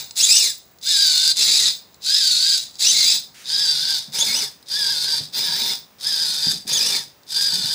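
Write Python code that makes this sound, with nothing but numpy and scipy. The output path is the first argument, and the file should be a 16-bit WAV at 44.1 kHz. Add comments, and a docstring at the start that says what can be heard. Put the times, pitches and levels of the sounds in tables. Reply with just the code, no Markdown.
"""In a quiet workshop, a small servo motor clamped to a bench lifts and lowers a hanging water jug.
It makes twelve quick sweeps: slow and labouring on the way up, fast and surging on the way down.
Its smallest gear whines and its metal teeth rattle, shaking the case and the bench top, while the
motor's drive adds a thin whistle. The microphone starts in front of the servo and moves off over
the bench, with a soft rustle and a few bumps from the hand."""
import sys
import numpy as np
from scipy import signal
from scipy.fft import rfft, irfft
from scipy.io import wavfile
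from scipy.ndimage import uniform_filter1d, map_coordinates

SR = 44100
rng = np.random.default_rng(int(sys.argv[2]) if len(sys.argv) > 2 else 0)


def pcm_store(signal):
    """Save signal as 16-bit PCM."""
    levels = np.round(np.clip(np.atleast_2d(signal), -1, 1) * 32767)
    wavfile.write(sys.argv[1], SR, levels.astype(np.int16).T)


N = 341368
TIME = np.arange(N) / SR

# Levels in the tables are relative: the functions set how loud each sound ends up.
# The tone of the workshop's background hush. Each row: frequency in Hz, level in dB.
AIR_TONE = [(15, -76), (25, -24), (71, -4.5), (172, -2.5), (363, -6.5), (790, -8), (3090, -18), (4870, -30),
            (5720, -20), (13100, -32.5), (15000, -12)]
# Sweeps that lift the jug, then those that lower it. Only the tail of the first lift is heard.
# Each row: start in seconds, length in seconds, speed in teeth per second, then five levels in dB:
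# effort (how hard the gears push), whine, treble, bench and whistle.
LIFT_SWEEPS = [ (-.6, 0.57, 1610, -21, 2, -0.5, 10, 3), (.812, 0.5, 1623, -14, 0.5, -1.5, -6.5, -1),
               (2.009, 0.55, 1621, -15.5, 3, -1.5, -7.5, -6.5), (3.432, 0.53, 1614, -19, 1, -0.5, 2.5, -12),
               (4.657, .518, 1629, -21, 1.5, 2, 6, -14), (5.982, 0.54, 1601, -21.5, 1, 2.5, 7, -11.5),
               (7.264, 0.54, 1612, -21.5, 2, 3, 7, -13)]
LOWER_SWEEPS = [ (.15, 0.32, 2191, -16.5, 6, 4.5, 0.5, 3.5), (1.351, .33, 1893, -12.5, -3, -1.5, -1, -1.5),
                (2.782, .37, 2127, -14, 0.5, 0.5, -2.5, 0), (4.117, 0.32, 2196, -22.5, 3, 5, 13.5, -4),
                (5.32, .41, 1649, -19.5, -5, -0.5, 9.5, 1), (6.66, 0.32, 2259, -20, 1, 3.5, 12, -5)]
# The swinging jug lets the motor run ahead until its controller reins it in.
# Each row: peak time in seconds, extra speed in teeth per second, build-up in seconds.
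JUG_SURGES = [ (0.249, 1337, 0.035), (.385, 699.6, 0.056), (0.919, 210.3, 0.031), (1.425, 804.6, 0.041),
              (1.555, 539.3, 0.058), (2.188, 89.7, .03), (2.897, 1085, 0.038), (3.125, 446.3, 0.039),
              (3.621, 69.92, 0.041), (4.22, 1207, .05), (4.389, 829, .035), (4.78, 140.4, .03),
              (5.41, 764.4, .04), (5.63, 855.6, 0.037), (5.71, 550, .02), (6.095, 189.8, .03),
              (6.755, 1147, .045), (6.89, 599.2, 0.048)]
# The tones in the whine. Each row: multiple of the tooth rate, level in dB, dB added as speed doubles.
WHINE_TONES = [(1, -9, 0), (2, -18, 12), (3, -12, -2)]
# The tone of the case, heard from the front and from aside. Each row: frequency in Hz, level in dB.
CASE_FRONT_TONE = [(700, -84.5), (1200, -38.5), (1700, -28.5), (2300, -19.5), (3050, -17), (3560, -5),
                   (4790, -2.5), (5550, -8.5), (8130, -12), (8940, -15.5), (10400, -13), (11300, -21.5),
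                   (14100, -25.5), (15200, -55)]
CASE_ASIDE_TONE = [(700, -46.5), (1200, -69.5), (1700, -16), (2700, -21), (3140, -9), (3450, 1), (4090, -4),
                   (4790, 3.5), (5320, -0.5), (7160, -16), (9320, -10.5), (11000, -17), (14400, -21),
                   (15200, -28)]
# The overall tone of the bench top. Each row: frequency in Hz, level in dB.
BENCH_TONE = [(40, -26), (100, -8.5), (200, 1), (450, -6.5), (700, -10), (1150, -6), (1700, -1.5),
              (2600, -0.5), (4000, -38)]
# Pitches at which the case and the bench ring. Each row: frequency in Hz, width in Hz, boost in dB.
CASE_RINGS = [(1605, 120, 10), (2360, 89, 2), (2840, 12, 11.5), (3587, 68, 11.5), (3877, 133, 10.5),
              (4240, 97, 8), (4573, 38, -7), (4730, 46, 9), (4990, 233, 6.5), (5430, 24, 7.5),
              (6260, 39, 5.5), (6172, 47, 5), (6623, 130, 9.5), (7320, 440, 7), (7930, 75, 12.5),
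              (8900, 67, 8), (12600, 330, 3.5)]
BENCH_RINGS = [(138, 9.6, 13), (224, 22, 6), (412.3, 28, 10.5), (552, 72, 7.5), (793, 26, 13),
               (923.3, 70, 17)]
# The tone of the echoes from the sides. Each row: frequency in Hz, level in dB.
SIDE_TONE = [(150, 1), (700, 5.5), (2000, 2.0), (5000, 3.0), (12000, -1)]
# The gears tick as they take up their slack. Each row: start in seconds, level in dB.
SLACK_TICKS = [(.109, -14), (.786, -34), (.807, -48), (1.944, -27), (2.755, -18), (4.122, -22),
               (4.627, -30), (7.233, -32), (7.275, -37)]
# The teeth lock in and squeal. Each row: peak time in seconds, half length in seconds, level in dB.
GEAR_SQUEALS = [(0.224, 0.0093, -15), (2.889, 0.02, -3.5), (4.216, .011, -1), (4.385, 0.027, -10),
                (6.766, 0.015, -2.5)]
# The hand bumps the microphone. Each row: start in seconds, level in dB.
HAND_BUMPS = [(2.369, -53), (4.079, -35.5), (5.199, -26), (6.462, -21), (6.529, -30), (6.649, -31.5),
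              (7.53, -26), (7.569, -32), (7.639, -27.5)]
# The dull tone of a bump. Each row: frequency in Hz, level in dB.
BUMP_TONE = [(40, -12), (90, -1), (150, 12.5), (220, 8.5), (320, -3.5), (900, -13), (3000, -83)]
# The rise and fall of the carried microphone's rustle. Each row: time in seconds, level in dB.
RUSTLE_LEVELS = [(3.335, -83), (3.345, -47.5), (3.42, -44.5), (3.55, -65)]
# The tone of that rustle. Each row: frequency in Hz, level in dB.
RUSTLE_TONE = [(200, -29), (1000, -14.5), (1600, 0.5), (2800, -0.5), (6000, -1.5), (14000, -14.5)]

TEETH = 10  # on the pinion, the small gear on the motor's shaft


def undb(db):
    """Turn decibels into a number to multiply by."""
    return 10 ** (np.asarray(db) / 20)


def unit(x):
    """Scale a signal so that its average strength (rms) is 1."""
    return x / np.sqrt(np.mean(x ** 2))


def wobble(rate):
    """A random wobble of strength 1 that changes course about rate times a second."""
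    knots = rng.standard_normal(N // 8)
    return unit(np.interp(TIME * rate, np.arange(len(knots)), knots))


def body(tone, rings=(), size=4096):
    """How an object answers one sharp tap, given its overall tone and the pitches it rings at."""
    f = np.maximum(np.arange(size // 2 + 1) * SR / size, 1)
    hz, db = np.transpose(tone)
    db = np.interp(np.log(f), np.log(hz), db)
    for centre, width, peak_db in rings:
        db = db + peak_db / (1 + (2 * (f - centre) / width) ** 2)
    # make all the ringing come after the tap, never before it
    cepstrum = irfft(np.log(undb(db)))
    cepstrum[1:size // 2] *= 2
    cepstrum[size // 2 + 1:] = 0
    response = irfft(np.exp(rfft(cepstrum)))
    return response / np.linalg.norm(response)


def ring(x, response):
    """Treat every sample of x as a tap that sets off the response."""
    return signal.fftconvolve(x, response)[:N]


def clicks(times, sizes):
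    """One sharp click at each time."""
    return np.bincount(np.clip(times * SR, 0, N - 1).astype(int), sizes, N)


def bursts(events, decay_s):
    """A short burst of noise that dies away, for each row of start time and level."""
    times, db = np.transpose(events)
    fade = np.exp(-TIME[:SR // 2] / decay_s)
    return ring(clicks(times, undb(db)), fade) * rng.standard_normal(N)


def workshop_air(level_db=-53):
    """The room's faint hush, gently rising and falling."""
    return undb(level_db + wobble(1.7)) * ring(rng.standard_normal(N), body(AIR_TONE))


def latest_sweep():
    """For every sample: whether the latest sweep is a lift, and the values in its row."""
    rows = [(*row, True) for row in LIFT_SWEEPS] + [(*row, False) for row in LOWER_SWEEPS]
    rows = np.array(sorted(rows))
    latest = np.maximum(np.searchsorted(rows[:, 0], TIME) - 1, 0)
    *columns, lifting = rows[latest].T
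    return lifting > 0, columns


def jug_load(lifting, age, arm_level_s=.36, width_s=.07):
    """The jug's extra pull during a lift, from 0 to 1, greatest when the arm is level."""
    return lifting * np.exp(-.5 * ((age - arm_level_s) / width_s) ** 2)


def motor_speed(lifting, age, length, run_hz, crawl_hz=399.5, brake_early_s=.05, brake_s=.16):
    """Teeth meeting per second: the motor speeds up, sags under load, surges and brakes to a crawl."""
    hz = run_hz * (1 - .1 * jug_load(lifting, age))
    for at, extra_hz, build_s in JUG_SURGES:
        width_s = np.where(TIME < at, build_s, .55 * build_s)  # a surge dies faster than it builds
        hz = hz + extra_hz * np.exp(-.5 * ((TIME - at) / width_s) ** 2)
    spin_up = 1 - np.exp(-age / np.where(lifting, .028, .019))
    brake = np.exp(-(np.maximum(age - length + brake_early_s, 0) / brake_s) ** 2)
    hz = uniform_filter1d(crawl_hz + (hz - crawl_hz) * spin_up * brake, size=200)
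    return hz * (1 + .019 * wobble(55))  # the controller hunts for the right speed


def motor_effort(lifting, age, length, effort_db, shudder_db=1.17):
    """How hard the gears are pushed: the push builds, holds, then fades to a faint holding buzz."""
    attack_db = -32.5 * np.exp(-age / np.where(lifting, .03, .012))
    release_db = -np.maximum(age - length, 0) * np.where(lifting, 189.5, 296)
    # the drive cuts out just before it turns round to lower
    cut_db = sum(np.interp(TIME, [start - .03, start], [0, -79], right=0) for start, *_ in LOWER_SWEEPS)
    rest_db = np.where(lifting, -29, -46)
    shape_db = attack_db - jug_load(lifting, age) + np.maximum(release_db + cut_db, rest_db)
    # the controller corrects the drive about fifty times a second, so the push shudders
    shudder = np.sin(2 * np.pi * 52 * TIME + wobble(10)) + .5 * wobble(90)
    return undb(effort_db + shape_db + shudder_db * shudder)


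def tooth_rattle(tooth_hz, teeth_passed, scatter_db=3.5, slide_db=-4):
    """Every tooth knocks with its own strength and then slides with a hiss."""
    timing, direction, strength = rng.standard_normal((N // 10, 3))[:int(teeth_passed[-1])].T
    times = np.interp(np.arange(len(timing)) + .3 * timing, teeth_passed, TIME)
    knocks = clicks(times, np.sign(direction) * undb(scatter_db * strength))
    force = unit(knocks / np.sqrt(tooth_hz)) + undb(slide_db) * rng.standard_normal(N)
    # the load swells once per turn of the shaft, and at each tooth of the next gear
    shaft_db = 3 * np.sin(2 * np.pi * teeth_passed / TEETH)
    next_gear_db = 1.5 * np.sin(2 * np.pi * teeth_passed * .243)
    return unit(force * undb(shaft_db + next_gear_db))


def tooth_phase(teeth_passed):
    """One cycle per tooth, early and then late in each turn because the pinion is off centre."""
    return 2 * np.pi * (teeth_passed + .045 * np.sin(2 * np.pi * teeth_passed / TEETH))


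def pinion_whine(tooth_hz, teeth_passed, cruise_hz=1600):
    """Teeth meeting in a steady stream sing: clean at cruising speed, rasping when fast and bouncing."""
    bouncing = np.interp(tooth_hz, [1650, 2200], [.03, .105])
    phase = tooth_phase(teeth_passed) + 2 * np.pi * bouncing * wobble(750)
    doublings = np.log2(tooth_hz / cruise_hz)
    tone = 0
    for multiple, db, speed_db in WHINE_TONES:
        level = undb(db + speed_db * doublings + 2.2 * wobble(260))
        tone = tone + level * np.sin(multiple * phase)
    # the whine vanishes at a crawl, and weakens when the motor starts or brakes hard
    running = np.interp(tooth_hz, [1230, 1530], [0, 1])
    doublings_per_s = np.gradient(uniform_filter1d(doublings, size=800)) * SR
    steady = np.interp(doublings_per_s, [-10, -3, 6, 20], [.2, 1, 1, .2])
    return np.sqrt(2) * tone * running * steady


def shaft_hum(tooth_hz, teeth_passed, hum_db=-22, growl_db=-17, drone_db=-19):
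    """The unbalanced motor hums; slower gears drone at cruising speed and growl at high speed."""
    angle = 2 * np.pi * teeth_passed / TEETH
    hum = undb(hum_db + 3 * wobble(30)) * np.sin(angle)
    growl = undb(growl_db) * wobble(130) * np.sin(1.7 * angle)
    drone = undb(drone_db) * wobble(110) * np.sin(5.9 * angle)
    fast = np.interp(tooth_hz, [1600, 2100], [0, 1])
    return hum + fast * growl + (1 - fast) * drone


def drive_whistle(tooth_hz, idle_hz=15620, sag=.17, wander_hz=35):
    """The motor's drive gives a thin whistle that drops in pitch as the motor speeds up."""
    hz = idle_hz - sag * tooth_hz + wander_hz * wobble(330)
    return unit(np.sin(2 * np.pi * np.cumsum(hz) / SR) * undb(3 * wobble(80)))


def servo_case(force, treble_db, treble_hz=6200, leave_s=2.6, arrive_s=3.95):
    """The gears make the case ring; its tone changes as the microphone moves aside."""
    # harder contact between the teeth adds treble, in uneven spurts
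    treble = signal.sosfiltfilt(signal.butter(4, treble_hz, "high", fs=SR, output="sos"), force)
    sharp = force + (undb(treble_db + 2 * wobble(140)) - 1) * treble
    front = ring(sharp, body(CASE_FRONT_TONE, CASE_RINGS))
    aside = ring(sharp, body(CASE_ASIDE_TONE, CASE_RINGS))
    moved = np.interp(TIME, [leave_s, arrive_s], [0, 1])
    return (1 - moved) * front + moved * aside


def servo(case_db=-4, bench_db=-31, whistle_db=-32):
    """The whole servo: its gears shake the case and, through the clamp, the bench."""
    lifting, (start, length, run_hz, effort_db, *levels) = latest_sweep()
    age = TIME - start
    whine_db, treble_db, clamp_db, drive_db = (uniform_filter1d(db, size=1000) for db in levels)
    tooth_hz = motor_speed(lifting, age, length, run_hz)
    teeth_passed = np.cumsum(tooth_hz) / SR
    effort = motor_effort(lifting, age, length, effort_db)
    rattle = tooth_rattle(tooth_hz, teeth_passed)
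    tones = pinion_whine(tooth_hz, teeth_passed) + gear_squeals(teeth_passed)
    force = effort * (rattle + undb(whine_db) * tones) + slack_ticks()
    case = servo_case(force, treble_db)
    clamp_force = (force + effort * shaft_hum(tooth_hz, teeth_passed)) * undb(clamp_db)
    bench = ring(clamp_force, body(BENCH_TONE, BENCH_RINGS))
    whistle = drive_whistle(tooth_hz) * np.sqrt(effort) * undb(drive_db)
    return undb(case_db) * case + undb(bench_db) * bench + undb(whistle_db) * whistle


def bench_echo(x, delay_s=.0016, sway_s=.00014, gain_db=-11):
    """Sound bounces off the bench top; the delay shifts as the hand sways."""
    return undb(gain_db) * map_coordinates(x, [(TIME - delay_s - sway_s * wobble(2)) * SR], order=3)


def room_echoes(x, fade_s):
    """A wash of echoes starts after a short gap and falls by 60 dB in fade_s seconds."""
    t = TIME[:SR // 2]
    echoes = rng.standard_normal(len(t)) * np.exp(-np.log(1000) * t / fade_s) * (t > .002)
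    return ring(x, echoes / np.linalg.norm(echoes))


def slack_ticks(gain_db=-7):
    """The gears tick as they take up their slack."""
    return undb(gain_db) * bursts(SLACK_TICKS, decay_s=.0018)


def gear_squeals(teeth_passed):
    """The teeth lock in for a moment and squeal, loudest at twice the tooth rate."""
    phase = tooth_phase(teeth_passed)
    lock = sum(undb(db) * np.exp(-.5 * ((TIME - at) / half_s) ** 2) for at, half_s, db in GEAR_SQUEALS)
    squeal = undb(-6) * np.sin(phase) + np.sin(2 * phase) + undb(-10) * np.sin(3 * phase)
    return np.sqrt(2) * lock * undb(4 * wobble(400)) * squeal


def hand_bumps(gain_db=-11):
    """The hand knocks the microphone with soft, low thuds."""
    return undb(gain_db) * ring(bursts(HAND_BUMPS, decay_s=.04), body(BUMP_TONE))


def carry_rustle():
    """A short, soft rustle as the microphone is carried over the bench."""
    level_db = np.interp(TIME, *np.transpose(RUSTLE_LEVELS))
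    return undb(level_db) * ring(rng.standard_normal(N), body(RUSTLE_TONE))


def scene(room_db=-12, side_db=-16, air_side_db=-14):
    """Mix it all in stereo; left and right differ only in the side echoes and a little of the hush."""
    direct = servo()
    handling = hand_bumps() + carry_rustle()
    air, side_air = workshop_air(), workshop_air()
    room = undb(room_db) * room_echoes(direct, fade_s=.34)
    middle = direct + bench_echo(direct) + room + handling + air
    side_echoes = room_echoes(ring(direct, body(SIDE_TONE)), fade_s=.16)
    side = undb(side_db) * side_echoes + undb(air_side_db) * side_air
    return np.array([middle + side, middle - side])


def record(dry, top_hz=15600):
    """Round off the tallest peaks and cut the highest treble."""
    rounded = .98 * np.tanh(1.16 * dry)
    return signal.sosfilt(signal.ellip(10, .2, 80, top_hz, fs=SR, output="sos"), rounded)


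dry = scene()
out = record(dry)
pcm_store(out)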